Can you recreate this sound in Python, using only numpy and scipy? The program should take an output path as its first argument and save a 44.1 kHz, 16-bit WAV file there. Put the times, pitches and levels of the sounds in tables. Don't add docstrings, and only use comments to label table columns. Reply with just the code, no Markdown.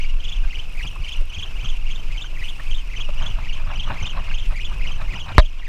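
import sys
import numpy as np
from scipy import signal
from scipy.fft import rfft, irfft
from scipy.io import wavfile
from scipy.ndimage import uniform_filter1d

SR = 44100
rng = np.random.default_rng(int(sys.argv[2]) if len(sys.argv) > 2 else 0)


def persist_wave(psi):
    counts = np.round(np.clip(psi, -1, 1) * 32767).astype(np.int16)
    wavfile.write(sys.argv[1], SR, np.atleast_2d(counts).T)


N = 250488
TIME = np.arange(N) / SR


MESH_DB = [1.5, -13.5, -25, -40]
# freq_hz, level_db
HOUSING = [(1800, 6.5), (2600, 1), (3300, 5.5), (3700, 0.5), (4200, -3), (4800, 2), (5300, -4.5),
           (6000, 3.5), (6600, 5.5), (7500, -1.5), (12000, -46)]
# mid_push_s, load_pitch_hz, after_push_pitch_hz, rotor_speed_hz,
# pitch_swing_share (per rotor turn), level_db, loudest_s (after mid-push)
CRANKS = [(-0.017, 2700, 2600, 22.4, 0.18, -35.5, 0.024), (0.291, 2910.0, 3070.0, 24.7, 0.16, -37.0, 0.008),
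          (0.555, 2380.0, 2780.0, 22.6, 0.15, -37.5, -0.004), (0.832, 2150, 2980, 22, 0.14, -37.0, 0.004),
          (1.089, 2600.0, 3040.0, 24.2, 0.16, -34.5, 0.016),
          (1.392, 2870.0, 2950.0, 23.0, 0.15, -35.0, -0.004),
          (1.654, 2640.0, 3080.0, 23.9, 0.15, -37.5, 0.008),
          (1.916, 2450.0, 3160.0, 22.2, 0.16, -40.0, 0.008),
          (2.179, 2230.0, 3230.0, 22.7, 0.13, -38.0, 0.016),
          (2.448, 2130, 3090.0, 21.3, 0.16, -37.5, -0.004),
          (2.715, 2350.0, 3390.0, 23.5, 0.12, -39.5, 0.012),
          (2.969, 2330.0, 2950.0, 22.6, 0.18, -36.5, 0.028),
          (3.229, 2660.0, 3180.0, 23.9, 0.12, -36.5, 0.012),
          (3.493, 2150.0, 2870.0, 22.2, 0.16, -38.5, 0.016),
          (3.8, 2620.0, 3090.0, 25.0, 0.13, -37.5, -0.004),
          (4.029, 2270.0, 3190.0, 25.3, 0.15, -34.5, 0.02), (4.349, 2350, 3150, 22.4, 0.16, -36.5, -0.004),
          (4.613, 2060.0, 3170.0, 23.4, 0.12, -34.5, 0.004),
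          (4.878, 2360.0, 2880.0, 22.6, 0.15, -36.0, -0.008),
          (5.16, 2220, 3050.0, 21.5, 0.13, -37.0, 0.008), (5.418, 2690.0, 2980.0, 23.2, 0.14, -39.5, 0.0),
          (5.703, 2060.0, 2810.0, 21.0, 0.17, -38.5, 0.008)]
# freq_hz, level_db_per_hz
RASP = [(1200, -32), (1850, -15), (2250, -3), (2700, 0), (3050, -3.5), (3600, -12), (4200, -19),
        (5500, -19), (7500, -23), (11000, -34)]
# freq_hz, level_db_per_hz
RUMBLE = [(4, -36), (10, -11.5), (16, 2.5), (23, -7.5), (32, -11.5), (42, -18.5), (60, -38.5), (100, -50)]
# freq_hz, level_db_per_hz
BUFFET = [(35, -18), (60, 8), (80, 2), (120, -4), (180, -12), (260, -23), (450, -26), (1200, -34.5)]
# time_s, rumble_db, buffet_db
BREEZE = [(0, -20, -38.5), (.6, -25.5, -45.5), (1.1, -27, -40.5), (2.1, -20.5, -41.5), (2.6, -25.5, -45.5),
          (3.2, -19.5, -40.5), (3.75, -22, -37.5), (4.2, -21.5, -40.5), (4.8, -17.5, -36.5),
          (5.25, -28.5, -38.5), (5.68, -21.5, -42)]
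# peak_s, level_db, half_length_s
GUSTS = [(0.14, -19.5, 0.068), (0.438, -14.5, 0.11), (0.808, -14, 0.056), (1.018, -16, 0.021),
         (1.211, -17, 0.04), (1.585, -15, 0.03), (1.71, -16, 0.071), (2.131, -13.5, 0.026),
         (2.74, -17, 0.071), (3.349, -15, 0.046), (4.49, -16.5, 0.041), (4.708, -20, .08),
         (5.08, -17.5, 0.029)]
# peak_s, level_db
PUFFS = [(.43, -37), (.58, -35.5), (.85, -32), (1.0, -37), (1.221, -32), (1.385, -32.5), (1.645, -36),
         (1.86, -45), (2.415, -39), (2.705, -37), (2.99, -34.5), (3.22, -36), (3.3, -33.5), (3.43, -39),
         (3.8, -36.5), (3.911, -29), (4.03, -31), (4.2, -30.5), (4.87, -38), (5.15, -32.5), (5.36, -28)]
# freq_hz, level_db_per_hz
SEA = [(100, 8.5), (300, 8.5), (700, 3), (1500, 3), (3000, -10), (5000, -3), (8000, -13.5), (11000, -17.5),
       (15000, -16)]
# crest_s, level_db, length_s
LAPS = [(0.848, -42, 0.0099), (1.46, -46, .03), (1.652, -44, 0.022), (3, -42.5, 0.018), (3.089, -43, .008),
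        (3.237, -35, 0.045), (3.391, -38, .03), (3.6, -42, .04), (3.708, -33.5, 0.037),
        (3.912, -31.5, 0.05), (4.037, -39.5, .02), (4.075, -41, 0.015), (4.176, -33, .032),
        (4.298, -39.5, 0.036), (4.52, -37.5, 0.017), (4.723, -40, 0.038), (4.897, -42, .04),
        (5.017, -35.5, 0.027), (5.168, -40, 0.038), (5.292, -33, 0.022), (5.319, -32, 0.0086)]
# freq_hz, level_db_per_hz
WASH = [(150, -24), (280, 3), (420, -25.5), (580, 0.5), (800, -0.5), (1050, 4.5), (1300, 1), (1520, -2.5),
        (1850, -4.5), (2600, -16.5), (4000, -10.5), (7000, -83), (14000, -38)]
# freq_hz, level_db_per_hz
SPRAY = [(1500, 2), (2500, 25), (4200, -22), (6000, -33), (10000, -12.5), (15000, -32)]
# freq_hz, level_db_per_hz
THUD = [(40, -19), (65, 4), (125, 1), (180, -6), (260, -17), (450, -30)]
# start_s, level_db, starting_pitch_hz
PLOPS = [(0.436, -37, 1500), (0.448, -33, 1480), (0.844, -47, 402), (0.959, -31.5, 1070), (1.212, -35, 534),
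         (1.432, -44.5, 414), (1.636, -53, 1079), (2.243, -31.5, 1430), (2.329, -39.5, 614),
         (2.597, -27.5, 1730), (3.09, -25.5, 553), (3.705, -30.5, 1070), (3.901, -21, 980),
         (4.174, -27, 1082), (4.313, -29, 1540), (4.519, -27.5, 616), (5.136, -28, 1832),
         (5.317, -29, 1340), (5.594, -33, 3170)]
# start_s, fastest_s, end_s, top_clicks_per_s, halving_s (of the rate), level_db
RUNS = [(0.635, 0.794, 1.77, 71, 0.19, -45.5), (2.332, 2.507, 3.45, 180, 0.07, -47.5),
        (4.442, 4.553, 5.26, 110, 0.07, -48)]
# pitch_hz, level_db
PAWL_MODES = [(8200, -3), (8800, -5), (10100, -8), (11600, -9), (13000, -12)]
# freq_hz, level_db_per_hz
LINE_HISS = [(4000, -6), (7000, 8), (8700, -17), (10000, 17), (12000, -19), (15000, 11)]
# start_s, force_db
KNOCKS = [(5.3811, -6.5), (5.3888, -36), (5.3925, -31), (5.3967, -29.5), (5.4016, -30.5)]
# pitch_hz, level_db, t60_s
BOAT_MODES = [(114.3, -14, 0.075), (220, -14, 0.05), (335, -1, 0.022), (539, 2.5, 0.033),
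              (617.5, 0.5, 0.091), (661, 0.5, 0.062), (1037, 6, 0.025), (1100, 10, 0.017),
              (1195, 12.5, 0.014), (1683, -5.5, 0.05), (1833, 13.5, 0.011), (2130, -11.5, 0.061),
              (2830, 1.5, 0.018), (3940, -22, 0.042), (3840, -4, 0.055), (4390, -10, 0.043),
              (5160, -19, 0.031)]

COAST_HZ, COAST_DB = 2665, -48
LOAD_S, RUSH_S, EASE_S = .045, .048, .112
GRIP_S, GRIP_LEAD_S = .098, .013
SPIN_UP_PER_S = 1.1
PUSH_S, SURGE_DB = 0.079, 2.27
RASP_DB, SEA_DB, RIPPLE_DB = -47.5, -51, -55
PUFF_S = 0.018
LAP_RISE, LAP_FALL = 0.92, 0.94
EDGE_HZ = 15400


def gain_of(db):
    return 10 ** (np.asarray(db) / 20)


def evened(x):
    return x / np.sqrt(np.mean(x ** 2) + 1e-20)


def curve(rows, axis=1):
    rows = np.asarray(rows)
    return np.interp(TIME, rows[:, 0], rows[:, axis])


def add(mix, s, sound):
    part = mix[max(round(s * SR), 0):][:len(sound)]
    part += sound[:len(part)]


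def coloured(x, points):
    hz, db = np.transpose(points)
    f = np.fft.rfftfreq(N, 1 / SR) + 1e-3
    octaves_outside = np.maximum(np.log2(f / hz[-1]), 0) + np.maximum(np.log2(hz[0] / f), 0)
    shape_db = np.interp(np.log(f), np.log(hz), db) - 20 * octaves_outside
    return evened(irfft(rfft(x) * gain_of(shape_db), N))


def noise(points):
    return coloured(rng.standard_normal(N), points)


def wander(hz):
    f = np.fft.rfftfreq(N, 1 / SR)
    return evened(irfft(rfft(rng.standard_normal(N)) * np.exp(-(f / hz) ** 2), N))


def swell(s, half_s):
    return np.exp(-((TIME - s) / half_s) ** 2)


def gear_motion(coast_wobble=0.048, coast_flutter_db=2, push_db=-0.56):
    knots = []
    swing, wobble, pushing, power = np.zeros((4, N))
    for s, load_hz, rush_hz, rotor_hz, depth, db, accent_s in CRANKS:
        knots += [(s - EASE_S, COAST_HZ), (s - LOAD_S, load_hz)]
        knots += [(s + RUSH_S, rush_hz), (s + EASE_S, COAST_HZ)]
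        near = abs(TIME - s) < 2 * EASE_S
        u = TIME[near] - s
        grip = np.exp(-((u + GRIP_LEAD_S) / GRIP_S) ** 4)
        rotor = grip * np.cos(2 * np.pi * rotor_hz * u * (1 + SPIN_UP_PER_S * u / 2))
        swing[near] += rotor
        wobble[near] += depth * rotor
        pushing[near] += grip
        power[near] += gain_of(db + push_db) ** 2 * np.exp(-2 * ((u - accent_s) / PUSH_S) ** 2)
    coasting = np.clip(1 - pushing, 0, 1)
    mean_hz = curve(sorted(knots))
    wobble = wobble + coast_wobble * coasting * wander(30.36)
    hz = mean_hz + np.maximum(mean_hz, COAST_HZ) * wobble
    level_db = 10 * np.log10(power + gain_of(COAST_DB) ** 2)
    return hz, level_db + SURGE_DB * swing + coast_flutter_db * coasting * wander(53)


def reel(jitter=0.01698, flutter_db=6.0, whine_db=1, strain_db_per_octave=10, tooth_rough=0.22):
    second_gear, second_db = 1.4, -18
    echo_db, echo_t60, rasp_follow = -9, 0.055, 0.21
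    hz, db = gear_motion()
    turns = np.cumsum(hz * (1 + jitter * wander(441))) / SR
    strain = np.log2(COAST_HZ / hz)
    whine = np.zeros(N)
    for k, level in enumerate(MESH_DB, 1):
        level = level + np.interp(k * hz, *np.transpose(HOUSING)) + flutter_db * np.tanh(wander(214))
        level = level + strain_db_per_octave * strain * (k > 1)
        teeth = 1 + tooth_rough * k * (wander(500) + 1j * wander(500))
        whine += gain_of(level) * (teeth * np.exp(2j * np.pi * k * turns)).real
    second_level = gain_of(second_db + np.tanh(wander(7.1))) * wander(250)
    whine += second_level * np.cos(2 * np.pi * second_gear * turns)
    whine = gain_of(db + whine_db) * evened(whine)
    t = TIME[:SR // 12]
    hits = (rng.random(len(t)) < 2000 / SR) * (t > .003)
    taps = rng.standard_normal(len(t)) * hits * gain_of(-60 * t / echo_t60)
    echo = signal.fftconvolve(whine, taps / np.linalg.norm(taps))[:N]
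    rasp = noise(RASP) * gain_of(RASP_DB + rasp_follow * (db - db.mean()) + 3.0 * wander(54))
    return whine + gain_of(echo_db) * echo + rasp


def gusts(points, evenness):
    x = noise(points)
    local_power = uniform_filter1d(x ** 2, SR // 12) + 1e-4
    return evened(x / local_power ** (evenness / 2))


def wind(rumble_db=2.0, gust_db=1.5, buffet_db=0.0, puff_db=2.5):
    eddies = sum(gain_of(db + gust_db) * swell(s, half_s) for s, db, half_s in GUSTS)
    puffs = sum(gain_of(db + puff_db) * swell(s, PUFF_S) for s, db in PUFFS)
    rumble = gusts(RUMBLE, 0.22) * np.hypot(gain_of(curve(BREEZE) + rumble_db), eddies)
    buffet = gusts(BUFFET, 1.0) * np.hypot(gain_of(curve(BREEZE, axis=2) + buffet_db), puffs)
    return rumble + buffet


def open_sea():
    return noise(SEA) * gain_of(SEA_DB + 1.0 * wander(3.5))


def lapping(splash_db=-13, splash_s=0.008):
    power = gain_of(RIPPLE_DB + 1.9 * wander(22)) ** 2
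    splashes = [(s + splash_s / 2, db + splash_db, splash_s) for s, db, hz in PLOPS]
    for s, db, length in list(LAPS) + splashes:
        u = (TIME - s) / length
        shape = np.exp(-np.maximum(-u / LAP_RISE, u / LAP_FALL))
        power = power + (gain_of(db) * shape) ** 2
    return np.sqrt(power)


def wash(wash_db=0.0, drops_per_s=1100, spread_db=2.5, drop_share=0.97, spray_per_s=1300):
    cycles, spray_db, thud_db = 6, -11, -0.5
    bubbles, t = np.zeros(N), TIME[:SR // 25]
    pitches = np.geomspace(450, 4500, 24)
    for hz in pitches:
        births = rng.random(N) < drops_per_s / len(pitches) / SR
        births = births * gain_of(spread_db * np.minimum(rng.exponential(1, N), 3))
        ring = hz * np.sin(2 * np.pi * hz * t * (1 + 4 * t)) * gain_of(-20 * hz * t / cycles)
        bubbles += signal.oaconvolve(births, ring)[:N]
    froth = coloured(drop_share * evened(bubbles) + 0.3 * rng.standard_normal(N), WASH)
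    spray = coloured(rng.standard_normal(N) * (rng.random(N) < spray_per_s / SR), SPRAY)
    thud = gusts(THUD, 0.72)
    return lapping() * (gain_of(wash_db) * froth + gain_of(spray_db) * spray + gain_of(thud_db) * thud)


def pings(rows, t60, rise, glide, grit, level_db):
    out, t = np.zeros(N), TIME[:SR // 20]
    for s, db, hz in rows:
        lowpass = signal.butter(2, min(0.1 * hz, 1400), fs=SR)
        fuzz = evened(signal.lfilter(*lowpass, rng.standard_normal(len(t))))
        turn = 2 * np.pi * hz * (t + glide * t ** 2 / 2)
        ring = np.sin(turn) + grit * fuzz * np.cos(turn)
        envelope = (1 - np.exp(-t / rise)) * gain_of(-60 * t / t60)
        add(out, s, gain_of(db + level_db) * ring * envelope)
    return out


def plops():
    return pings(PLOPS, t60=0.039, rise=0.00047, glide=9.7, grit=0.68, level_db=-1.5)


def drag(unevenness=0.2, start_share=0.16, click_db=0.0, scatter_db=2.5, hiss_db=-19, idle_db=-74):
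    clicks, hiss = [], gain_of(idle_db)
    jitter = np.exp(unevenness * wander(27))
    for start, fastest, end, top_per_s, halve_s, db in RUNS:
        spin_up = np.interp(TIME, [start, fastest], [start_share, 1])
        slowing = 1 + np.maximum(TIME - fastest, 0) / halve_s
        speed = spin_up / slowing * (TIME > start) * (TIME < end)
        hiss = hiss + gain_of(db + hiss_db) * speed
        notches = np.floor(np.cumsum(top_per_s * speed * jitter) / SR)
        for i in np.flatnonzero(np.diff(notches)):
            force_db = db + rng.normal(0, scatter_db)
            for hz, mode_db in PAWL_MODES:
                ping_db = force_db + mode_db + rng.normal(0, scatter_db)
                clicks.append((i / SR, ping_db, hz * rng.uniform(1.0, 1.015)))
    ticking = pings(clicks, t60=0.0091, rise=0.00026, glide=0, grit=0.39, level_db=click_db)
    return hiss * noise(LINE_HISS) + ticking


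def heave(start_hz=92, end_hz=20, sag=0.0118, t60=0.33, level_db=3):
    t = TIME[:SR // 3]
    turns = np.cumsum(end_hz + (start_hz - end_hz) * np.exp(-t / sag)) / SR
    return gain_of(level_db - 60 * t / t60) * np.sin(2 * np.pi * turns) * (1 - np.exp(-t / 0.00074))


def knock(ring_db=1, crack_db=-15, crack_t60=0.019, rattle_db=-22, push_s=0.00074, push_db=9):
    out, t = np.zeros(N), TIME[:SR // 3]
    ring = sum(gain_of(db + ring_db - 60 * t / t60) * np.sin(2 * np.pi * hz * t)
               for hz, db, t60 in BOAT_MODES)
    for s, force_db in KNOCKS:
        crack = evened(signal.lfilter([1], [1, -.92], rng.standard_normal(len(t))))
        crack = crack * gain_of(crack_db - 60 * t / crack_t60)
        add(out, s, gain_of(force_db) * (ring + crack) * (1 - np.exp(-t / 0.00059)))
    u = t / push_s
    push = gain_of(push_db) * u * (2 - u) * np.exp(-u)
    add(out, KNOCKS[0][0], heave() - push)
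    rattling = 1. * (TIME > KNOCKS[1][0]) * (TIME < KNOCKS[-1][0] + .002)
    rattling = uniform_filter1d(rattling, 150)
    buzz = noise([(1500, -5), (3200, -6), (3850, 10), (4500, -5), (5300, -12), (9000, -32)])
    return out + gain_of(rattle_db) * rattling * buzz


def scene():
    return (reel() + wind() + open_sea() + wash() + plops() + drag() + knock())[None]


def record(dry, threshold_db=-11, peak_fall_db_per_s=9, duck_share=0.47, lag=0.025):
    clipped = dry[0] / (1 + dry[0] ** 8) ** (1 / 8)
    power_db = 10 * np.log10(abs(uniform_filter1d(clipped ** 2, 300)) + 1e-12)
    fall = TIME * peak_fall_db_per_s
    held_db = np.maximum.accumulate(power_db + fall) - fall
    over_db = uniform_filter1d(np.maximum(held_db - threshold_db, 0), 500)
    ducked = clipped / gain_of(duck_share * np.interp(TIME - lag, TIME, over_db))
    lowpass = signal.firwin(511, EDGE_HZ, window=("kaiser", 9), fs=SR)
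    return signal.oaconvolve(ducked, lowpass, "same")[None]


dry = scene()
out = record(dry)
persist_wave(out)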